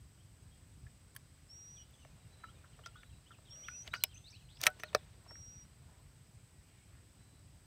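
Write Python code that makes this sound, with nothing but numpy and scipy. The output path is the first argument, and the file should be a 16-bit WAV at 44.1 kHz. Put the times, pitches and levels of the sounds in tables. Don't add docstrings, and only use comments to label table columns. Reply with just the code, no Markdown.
import sys
import numpy as np
from scipy import signal
from scipy.io import wavfile
from scipy.ndimage import uniform_filter1d

SR = 44100
rng = np.random.default_rng(int(sys.argv[2]) if len(sys.argv) > 2 else 0)


def rack_gain(trim_db):
    fader = np.asarray(trim_db, float)
    return 10 ** (fader / 20)


def wav_out(sig):
    wavfile.write(sys.argv[1], SR, np.round(np.clip(np.atleast_2d(sig).T, -1, 1) * 32767).astype(np.int16))


N = 337799


def evened(x):
    return x / np.sqrt(np.mean(x ** 2) + 1e-20)


def add(mix, s, sound):
    part = mix[round(s * SR):][:len(sound)]
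    part += sound[:len(part)]


def resonate(x, hz, width):
    turn = np.exp(2j * np.pi * np.cumsum(hz * np.ones(len(x))) / SR)
    r = np.exp(-np.pi * width / SR)
    return 2 * (turn * signal.lfilter([1 - r], [1, -r], x * turn.conj())).real


def noise(spectrum, patchy_db, size):
    frames, hz = 4 * N // size + 5, np.fft.rfftfreq(size, 1 / SR)
    real, imaginary, patches = rng.standard_normal((frames, len(hz), 3)).T
    patches = uniform_filter1d(patches, size=8, axis=0)
    patches = evened(uniform_filter1d(patches, size=6, axis=1))
    f, db = np.transpose(spectrum)
    colour_db = np.interp(np.log(hz + 1), np.log(f), db, left=-90, right=-90)
    z = (real + 1j * imaginary) * rack_gain(colour_db[:, None] + patchy_db * patches)
    return evened(signal.istft(z, nperseg=size, noverlap=3 * size // 4)[1][:N])


def rifle():
    return contacts() + rings() + slams() + slides() + pings()


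def contacts():
    # (time [s], peak level [dB], centre [Hz], rattle t60 [s])
    fumbles = [(0.865, -56, 1800, 0.056), (1.1635, -52, 1720, 0.017), (2.483, -56, 1290, 0.063),
               (2.640, -52, 1290, 0.068), (2.959, -63, 1200, .036), (2.984, -62, 1250, .04),
               (3.306, -51, 1390, .067), (4.571, -50, 3400, .018), (4.659, -33, 1300, 0.012),
               (5.355, -48, 1670, 0.011)]
    ticks = [(2.438, -43.5, 1290, .029), (2.838, -58, 1340, .02), (2.860, -39.5, 4700, 0.023),
             (2.860, -43, 1600, .022), (2.870, -47, 5300, .015), (3.031, -47.5, 2000, .022),
             (3.876, -34, 2900, .015), (3.941, -40, 1500, .05), (3.954, -41, 2500, .013),
             (4.629, -38.5, 3580, .033), (4.798, -43, 2200, .019), (5.093, -72, 2600, .01),
             (5.185, -71, 2400, .01)]
    latches = [(3.684, -32.5, 1900, .01), (3.938, -21.5, 1800, .0065), (4.0376, -29, 2790, 0.0041),
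               (4.6147, -28.5, 5400, 0.0046), (4.9483, -31, 4700, 0.0091)]
    snaps = [(1.150, -60, 3000, 0.024), (1.1632, -48, 4700, 0.019), (1.909, -65, 5000, .01),
             (4.0376, -26, 5600, 0.0062), (4.6152, -36.5, 5600, .003), (4.66, -42.5, 5600, .006),
             (4.702, -60, 5800, .008)]
    blows = [(4.637, -21.5, 3500, 0.0087), (4.6668, -20, 2268, .0025), (4.6680, -26, 2250, .006),
             (4.6692, -20, 5600, .012), (4.9482, -33, 4000, 0.016)]
    chatter = [(4.606, -46, 2500, 0.035), (4.633, -31.5, 3300, .025), (4.647, -39.5, 4700, 0.038),
               (4.655, -35, 3000, .01), (4.675, -33, 1300, 0.022), (4.788, -69, 1300, 0.033),
               (4.8344, -33, 1820, 0.014)]
    knocks = [(2.049, -51.5, 1710, 0.0098), (2.789, -52, 1100, 0.033), (3.184, -66, 1490, .017),
              (3.387, -57.5, 1152, 0.01), (3.932, -52, 1560, 0.015), (4.930, -48, 2200, 0.026),
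              (4.9484, -32, 1260, 0.0069), (4.958, -40.5, 1342, 0.036), (5.263, -56, 607, 0.016),
              (5.310, -50, 1100, 0.019)]
    # (contacts, stock thud [dB], treble [dB])
    kinds = [(fumbles, -30.5, -66.5), (ticks, -20.5, -28), (latches, -37, -27), (snaps, -22.5, 3),
             (blows, -39.5, -9), (chatter, -11.5, -12), (knocks, -4, -23.5)]
    out = np.zeros(N)
    for events, thud_db, treble_db in kinds:
        for s, db, hz, t60 in events:
            add(out, s, click(db, hz, thud_db, treble_db, t60))
    return out


def click(db, centre_hz, thud_db, treble_db, t60):
    # (frequency [Hz], width [Hz], level [dB])
    action = [(994, 260, -6.5), (1290, 195, 1.5), (1800, 280, -0.5), (2300, 370, -1.5), (2900, 580, -1),
              (3500, 300, -1), (3960, 730, -3), (4700, 290, -2), (5600, 910, 3.5)]
    # (frequency [Hz], width [Hz], level [dB])
    stock = [(305.2, 480, -7.5), (440, 99, 0), (564, 240, -1.5), (620, 45, 1.5), (717, 56, -7)]
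    # (frequency [Hz], width [Hz], level [dB])
    small_parts = [(7920, 1200, -0.5), (9750, 3400, 4), (11146, 550, 0), (13000, 1600, 3),
                   (15250, 660, 1.5)]
    t = np.arange(2800) / SR
    rattle = rng.standard_normal(len(t)) * rack_gain(-60 * t / max(t60, .002)) * (1 - np.exp(-t / (.025 * t60)))
    rattle[0] = -np.sqrt(np.sum(rattle ** 2)) * rack_gain(1.0 - 360 * t60)
    focus = 4 + .015 * min(treble_db, 0) ** 2
    body = ring_modes(rattle, action, skirt=4.2, weight_db=lambda hz: -focus * np.log2(hz / centre_hz) ** 2)
    thud = ring_modes(rattle, stock, skirt=7.13, weight_db=lambda hz: 0)
    treble = ring_modes(rattle, small_parts, skirt=3, weight_db=lambda hz: 0)
    return rack_gain(db) * (body + rack_gain(thud_db + 1.5) * thud + rack_gain(treble_db + 3.5) * treble)


def ring_modes(drive, modes, skirt, weight_db):
    y = np.zeros(len(drive))
    for k, (hz, width, db) in enumerate(modes):
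        mode = resonate(resonate(drive, hz, width), hz, skirt * width)
        y += (-1) ** k * rack_gain(db + weight_db(hz)) * evened(mode)
    return y / abs(y).max()


def rings():
    # (time [s], level [dB], frequency [Hz], t60 [s])
    long_rings = [(2.436, -45, 1320, 0.093), (2.862, -46.5, 1370, 0.076), (2.954, -56, 1470, 0.26),
                  (2.956, -52.5, 1240, 0.08), (1.150, -61.5, 1080, 0.13), (3.685, -44, 1470, 0.13),
                  (3.957, -50, 1480, 0.23), (4.039, -45, 5170, 0.1), (4.038, -46, 750, .06),
                  (4.669, -35, 610, 0.081), (4.669, -29, 750, 0.079), (3.942, -41.5, 2900, 0.048),
                  (4.67, -40, 1490, 0.18), (4.836, -57, 1460, 0.2), (4.949, -52, 5195, 0.073),
                  (1.1635, -39.5, 11000, 0.015), (4.9493, -19, 580, 0.015), (4.945, -51, 62, 0.35),
                  (4.0377, -21, 2950, 0.0135)]
    out, t = np.zeros(N), np.arange(12000) / SR
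    for s, db, hz, t60 in long_rings:
        flutter = rack_gain(2.8 * evened(uniform_filter1d(rng.standard_normal(len(t)), size=200)))
        decay = rack_gain(db - 60 * t / t60) * (1 - np.exp(-t / .001))
        add(out, s, flutter * decay * np.sin(2 * np.pi * hz * t))
    return out


def slams():
    # (time [s], level [dB], tilt [dB per octave])
    strikes = [
        (4.6666, -30, 0),
        (4.8345, -44.5, 4),
        (4.949, -36, -8.5),
    ]
    out = np.zeros(N)
    for s, db, tilt_db in strikes:
        add(out, s, slam(db, tilt_db))
    return out


def slam(db, tilt_db):
    # (frequency [Hz], level [dB], t60 [s])
    bolt = [(1270, -6, 0.031), (1770, -1.5, 0.0277), (1840, -4, .035), (2290, -5.5, 0.028),
            (2570, 0.5, .02), (3100, -10.5, .04), (3950, -10.5, 0.043), (5520, -9, .02)]
    t = np.arange(3000) / SR
    detune, phase = rng.random((2, len(bolt)))
    modes = np.zeros(len(t))
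    for (hz, mode_db, t60), d, p in zip(bolt, detune, phase):
        decay = rack_gain(mode_db + tilt_db * np.log2(hz / 1300) - 60 * t / t60)
        modes += decay * np.sin(2 * np.pi * (hz * (.99 + .02 * d) * t + p))
    return rack_gain(db) * modes * (1 - np.exp(-t / .0004))


def slides():
    # (loudest time [s], rise [s], fall [s], scrape level [dB])
    strokes = [(3.876, 0.054, 0.023, -45), (3.939, 0.0054, 0.037, -35), (4.639, 0.046, 0.033, -35),
               (4.668, .014, .018, -29), (4.800, 0.0075, 0.0092, -34)]
    # (frequency [Hz], level [dB per Hz])
    scrape = [(180, -39), (300, -3.5), (2520, 0.5), (2880, -4.5), (3520, -5.5), (4020, -11.5), (5610, -6.5),
              (16000, -27)]
    depth_db = 21.5
    out, grit = np.zeros(N), noise(scrape, patchy_db=2.0, size=128)
    for s, rise, fall, db in strokes:
        t = np.arange(s - rise, s + fall, 1 / SR)
        level_db = np.interp(t, [s - rise, s, s + fall], [db - depth_db, db, db - depth_db])
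        part = grit[round(t[0] * SR):][:len(t)]
        add(out, t[0], rack_gain(level_db - 12.0) * part * signal.windows.tukey(len(t), .2))
    return out


def pings():
    # (time [s], level [dB], frequency [Hz], t60 [s])
    contact_modes = [(4.6669, -18, 3200, .003), (4.668, -10, 2300, .009), (4.6678, -16, 1900, .016),
                     (4.668, -17, 2590, .009), (4.6672, -25, 1625, .03), (4.669, -19, 5850, .012),
                     (4.6675, -20, 6370, .012), (4.667, -24, 4760, .01), (4.6672, -26, 7400, .015),
                     (4.67, -25, 3930, .02), (4.6685, -24, 1314, .045), (4.67, -28, 5500, .022),
                     (4.6597, -34, 9700, .008), (4.6597, -38, 13800, .006), (4.6755, -36, 8540, .015),
                     (4.6555, -42, 9500, .005), (4.9488, -30, 436, .05), (4.9494, -29, 614, .045),
                     (4.9496, -32, 743, .055), (4.9484, -18, 1249, .025), (4.9487, -24, 1760, .02),
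                     (4.9495, -33, 2550, .022), (4.9484, -20, 4660, .007), (4.9484, -26, 6000, .01),
                     (4.95, -35, 5500, .02), (4.9495, -34, 4020, .02), (4.0376, -13, 15200, .006),
                     (4.0377, -19, 13430, .01), (4.0377, -20, 9740, .008), (4.0377, -28, 11400, .008),
                     (4.0376, -22, 5940, .008), (4.0378, -24, 3890, .015), (4.0376, -24, 2380, .01),
                     (4.0377, -29, 7900, .007), (1.163, -40, 1685, .018), (1.163, -48, 3165, .02),
                     (1.163, -50, 4613, .028), (1.163, -52, 6250, .02), (4.8345, -33, 1906, .021),
                     (4.8345, -33, 2385, .015), (4.836, -43, 614, .1), (3.9347, -36, 1500, .016),
                     (3.9347, -44, 3100, .01), (3.9545, -38, 1400, .02), (3.9535, -42, 4700, .008),
                     (5.308, -46, 1050, .02),
                     (4.6668, -27, 9700, .014), (4.667, -29, 8540, .02), (4.6672, -25, 11500, .012),
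                  (4.668, -25, 13300, .012), (4.6685, -27, 14500, .01), (4.6695, -27, 10000, .012),
                  (4.9484, -33, 8540, .012), (4.9484, -37, 13000, .012), (4.9484, -37, 15600, .01),
                  (4.9484, -36, 9430, .01), (4.958, -52, 10700, .015), (4.9484, -40, 6900, .01),
                  (4.949, -32, 2290, .022), (4.9487, -27, 3500, .008), (4.0377, -27, 10700, .007),
                  (4.0377, -23, 12430, .007), (4.0376, -25, 16000, .005), (4.0377, -25, 8500, .008),
                  (4.0377, -22, 3200, .007), (4.0378, -34, 1000, .015), (4.0378, -34, 1550, .012),
                  (1.163, -46, 9300, .013), (4.6672, -24, 3110, .02), (4.667, -24, 3450, .012),
                  (5.308, -50, 1900, .018), (.865, -58, 1700, .04)]
    # (time [s], peak level [dB], width [s])
    spikes = [(4.6671, -9.5, .00007), (4.6679, -13, .00006), (4.03815, -11, .00003), (4.0376, -17, .00004),
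              (4.949, -20, .00008), (4.6371, -22, .00003)]
    out, t = np.zeros(N), np.arange(3000) / SR
    for s, db, hz, t60 in contact_modes:
        rise_s = .0002 + .4 / hz
        add(out, s, rack_gain(db - 60 * t / t60) * np.sin(2 * np.pi * hz * t) * (1 - np.exp(-t / rise_s)))
    for s, db, width in spikes:
        u = np.arange(-20, 21) / SR / width
        add(out, s - 20 / SR, rack_gain(db) * (2 * u ** 2 - 1) * np.exp(-u ** 2))
    return out


def rubs():
    # (time [s], length [s], level [dB], centre [Hz], width [Hz])
    slow_rubs = [(5.75, .35, -73, 700, 900), (6.58, .34, -75.5, 2300, 1300), (6.82, .26, -74, 1600, 1500),
                 (7.16, .11, -76, 1800, 2000), (5.2, .17, -71, 800, 1200)]
    out = np.zeros(N)
    for s, length, db, hz, width in slow_rubs:
        a, b = rng.standard_normal((2, round(length * SR)))
        grains = a * rack_gain(2.0 * evened(uniform_filter1d(b, size=500)))
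        band = evened(resonate(resonate(grains, hz, width), hz, width))
        add(out, s, rack_gain(db) * band * np.hanning(len(a)))
    return out


def birds():
    far, near = warble() + hoot(), whistles()
    t = np.arange(8000) / SR
    trees = rng.standard_normal(len(t)) * rack_gain(-60 * t / 0.36) * (t > .004)
    echoes = signal.oaconvolve(far + rack_gain(-19.5) * near, trees / np.linalg.norm(trees))[:N]
    return far + near + rack_gain(-6) * echoes


def tone(hz, wobble, flutter_db):
    a = evened(uniform_filter1d(rng.standard_normal(len(hz)), size=150))
    b = evened(uniform_filter1d(rng.standard_normal(len(hz)), size=150))
    turns = np.cumsum(hz * (1 + wobble * a)) / SR
    harmonics = np.sin(2 * np.pi * turns) + rack_gain(-37.5) * np.sin(4 * np.pi * turns)
    return np.sqrt(2) * rack_gain(flutter_db * b) * harmonics


def whistles():
    # (time [s], length [s], top pitch [Hz], level [dB], swell [dB])
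    songs = [
        (1.486, 0.359, 5794, -57, -1.5),
        (3.495, 0.35, 5850, -55, 4.5),
        (5.275, 0.3766, 5770, -57, -2.5),
    ]
    # (extra scoop [Hz], haste of the climb [exponent])
    onsets = [
        (150, .85),
        (0, .92),
        (0, 1.05),
    ]
    out = np.zeros(N)
    for (s, *song), onset in zip(songs, onsets):
        add(out, s, whistle(*song, *onset))
    return out


def whistle(length, top_hz, db, swell_db, scoop, haste):
    # (share of length [0-1], pitch below top [Hz])
    tune = [(0, 270), (.055, 330), (.23, 110), (.55, 58), (.67, 12), (.87, 3), (1, 89)]
    attack_s, release_s, hush_db = .018, 0.023, -19
    t = np.arange(0, length, 1 / SR)
    below = np.interp((t / length) ** haste, *np.transpose(tune)) + scoop * np.exp(-t / .025)
    hz = top_hz - uniform_filter1d(below, size=1000)
    ends = np.maximum(1 - t / attack_s, 0) + np.maximum(1 - (length - t) / release_s, 0)
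    swell = np.clip((t / length - 0.61) / 0.14, 0, 1)
    return rack_gain(db + swell_db * swell + hush_db * ends) * tone(hz, wobble=0.0026, flutter_db=1.04)


def warble():
    out = np.zeros(N)
    for s, length, start_hz, end_hz, db, bow in warble_notes():
        u = np.linspace(-1, 1, round(length * SR))
        straight = (start_hz + end_hz) / 2 + (end_hz - start_hz) / 2 * u
        hz = straight + bow * abs(end_hz - start_hz) * (1 - u ** 2)
        note = tone(hz, wobble=0.0044, flutter_db=3.5)
        add(out, s, rack_gain(db) * note * signal.windows.tukey(len(u), .36))
    return out


def warble_notes():
    # (time [s], length [s], start [Hz], end [Hz], level [dB])
    rises = [(0.173, 0.052, 2900, 3400, -76.5), (1.803, 0.026, 2960, 3500, -66),
             (2.47, .04, 2800, 3500, -72), (2.92, 0.059, 2640, 3400, -75), (2.967, .05, 3700, 3970, -74),
             (3.257, 0.037, 2800, 3880, -71), (3.618, .043, 2040, 2700, -73),
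             (3.631, 0.029, 2970, 3670, -61), (3.908, 0.044, 3720, 4330, -58.5),
             (3.94, 0.02, 4460, 5000, -54), (3.96, .008, 4970, 6500, -56.5),
             (4.001, 0.017, 2820, 3500, -64), (4.14, 0.048, 6100, 6400, -63),
             (4.151, 0.038, 2380, 3880, -66.5), (4.238, 0.061, 3500, 4950, -62.5),
             (4.301, 0.0092, 5130, 6500, -63), (4.32, 0.064, 2300, 3680, -67),
             (4.797, 0.0187, 5660, 6700, -63)]
    # (time [s], length [s], start [Hz], end [Hz], level [dB])
    falls = [(1.758, 0.04, 3750, 2960, -67.5), (1.922, .16, 6380, 6050, -80),
             (2.387, 0.023, 3530, 2900, -76), (2.54, .045, 4000, 3500, -79), (2.73, .025, 3200, 2623, -75),
             (3.093, .02, 3300, 3100, -75), (3.125, .02, 2900, 2640, -72),
             (3.311, 0.047, 3900, 2440, -68.5), (3.45, 0.027, 4000, 3200, -72),
             (3.473, .025, 3900, 2950, -66), (3.505, 0.034, 3700, 3100, -65.5),
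             (3.548, .02, 3400, 2680, -70.5), (3.653, 0.035, 3300, 2500, -67),
             (3.967, .02, 6400, 4700, -62), (4.007, 0.028, 4300, 4070, -63),
             (4.103, 0.047, 4400, 2420, -70), (4.268, 0.017, 3170, 2440, -74),
             (4.308, 0.017, 6500, 5140, -64), (4.322, .058, 5090, 3786, -65.5),
             (4.388, 0.048, 3700, 2450, -74), (4.385, 0.16, 4360, 4050, -80.5),
             (4.957, 0.042, 4400, 3370, -69)]
    # (time [s], length [s], start [Hz], end [Hz], level [dB])
    arches = [(1.937, .02, 3500, 3100, -70), (1.985, .06, 3096, 2630, -73), (2.836, .026, 2830, 3300, -63),
              (2.957, 0.036, 3400, 3400, -69.5), (3.705, 0.062, 2250, 2670, -66.5),
              (3.796, 0.08, 6050, 6400, -66.5), (4.832, 0.035, 3740, 4350, -65),
              (4.863, 0.038, 4200, 2980, -64.5)]
    # (time [s], length [s], pitch
    # [Hz], level [dB])
    held = [(0.508, .04, 3260, -76), (1.699, .02, 3100, -81), (1.768, 0.024, 2440, -76),
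            (2.1, .04, 2480, -80), (2.2, .05, 3850, -81), (2.56, .04, 2450, -79), (6.49, .16, 1920, -86),
            (6.76, .07, 2200, -82), (6.68, .03, 3150, -82), (6.87, .04, 3100, -87), (3.81, .08, 3150, -80),
            (1.79, .04, 2950, -71), (2.247, 0.025, 2790, -80), (2.302, 0.21, 3950, -75.5),
            (2.991, .037, 3530, -75), (3.03, 0.18, 3890, -80.5), (3.55, .187, 11550, -89),
            (3.66, 0.062, 5030, -72), (4.08, 0.063, 3170, -72.5), (4.195, .08, 6140, -87),
            (7.162, .27, 3960, -83.5)]
    rise_bow, fall_bow, arch_bow = -0.172, -0.18, 0.24
    notes = []
    for rows, bow in [(rises, rise_bow), (falls, fall_bow), (arches, arch_bow)]:
        notes += [(*row, bow) for row in rows]
    for s, length, hz, db in held:
        sag = .04 * length / 2
        notes.append((s, length, hz * (1 + sag), hz * (1 - sag), db, arch_bow))
    for k in range(11):
        hz = 2700 + 245 * k
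        notes.append((4.488 + .0111 * k, .0085, hz, hz + 1100, -68, 0))
    return notes


def hoot():
    start_s, length_s, hz, db, fade_db = 3.515, 0.15, 600, -70.5, -6
    out = np.zeros(N)
    breath = rng.standard_normal(round(length_s * SR))
    call = evened(resonate(breath, hz, 60)) + rack_gain(-4.5) * evened(resonate(breath, 2 * hz, 120))
    fade = rack_gain(db + fade_db * np.linspace(0, 1, len(call)))
    add(out, start_s, fade * call * signal.windows.tukey(len(call), .2))
    return out


def field():
    return rustle() + insects() + air() + rumble()


def swelling(rows):
    return rack_gain(np.interp(np.arange(N) / SR, *np.transpose(rows)))


def rustle():
    # (time [s], level [dB])
    movement = [(0.0, -79.5), (1.07, -76), (1.62, -78), (2.15, -72.5), (2.84, -71), (3.09, -77.5),
                (3.88, -70.5), (4.4, -80.5), (4.82, -66.5), (5.42, -75.5), (5.8, -75), (6.44, -78),
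                (7.66, -78)]
    # (frequency [Hz], level [dB per Hz])
    cloth = [(200, -20.5), (400, 6), (1000, -3.5), (2200, -3.5), (4000, -7.5), (9000, -26.5)]
    return swelling(movement) * noise(cloth, patchy_db=2.0, size=256)


def insects():
    # (frequency [Hz], width [Hz], level [dB])
    bands = [
        (8063, 640, -74.5),
        (4950, 540, -86),
    ]
    flutter = rack_gain(0.97 * evened(uniform_filter1d(rng.standard_normal(N), size=120)))
    buzz = rng.standard_normal(N) * flutter
    return sum(rack_gain(db) * evened(resonate(resonate(buzz, hz, w), hz, w)) for hz, w, db in bands)


def air():
    # (frequency [Hz], level [dB per Hz])
    hiss = [(150, -30.5), (250, 0), (476, -8.5), (4120, -14), (4900, -13.5), (6940, -16), (8120, -13),
            (10500, -22), (15200, -21.5), (16000, -32)]
    return rack_gain(-71.5) * noise(hiss, patchy_db=1.1, size=1024)


def rumble():
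    # (time [s], level [dB])
    gusts = [(0.0, -59), (1.3, -61), (2.35, -59.5), (3.0, -60.5), (4.4, -60), (5.0, -57.5), (5.4, -59),
             (6.5, -61), (7.15, -60.5), (7.66, -58)]
    # (frequency [Hz], level [dB per Hz])
    turbulence = [(18, -47), (30, -17.5), (47, -7), (75, 2.5), (124, -4.5), (172, -11.5), (225, -18),
                  (400, -30.5), (520, -52), (880, -120)]
    return swelling(gusts) * noise(turbulence, patchy_db=2.5, size=1024)


def scene():
    near, t = rifle(), np.arange(4000) / SR
    gravel = resonate(resonate(rng.standard_normal(len(t)), 2000, 5250), 2000, 5250)
    gravel *= rack_gain(-60 * t / .04) * (t > .002)
    scatter = signal.oaconvolve(near, gravel / np.linalg.norm(gravel))[:N]
    return (near + rack_gain(-19.5) * scatter + rubs() + birds() + field())[None]


def low_pass(x):
    return signal.sosfilt(signal.butter(12, 17150, fs=SR, output="sos"), x)


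def record(dry):
    low_cut = signal.butter(6, 40, "highpass", fs=SR, output="sos")
    high_cut = signal.firwin(255, 16900, window=("kaiser", 7), fs=SR)
    mix = signal.oaconvolve(signal.sosfilt(low_cut, dry), high_cut[None], "same")
    return low_pass(mix)


dry = scene()
out = record(dry)
wav_out(out)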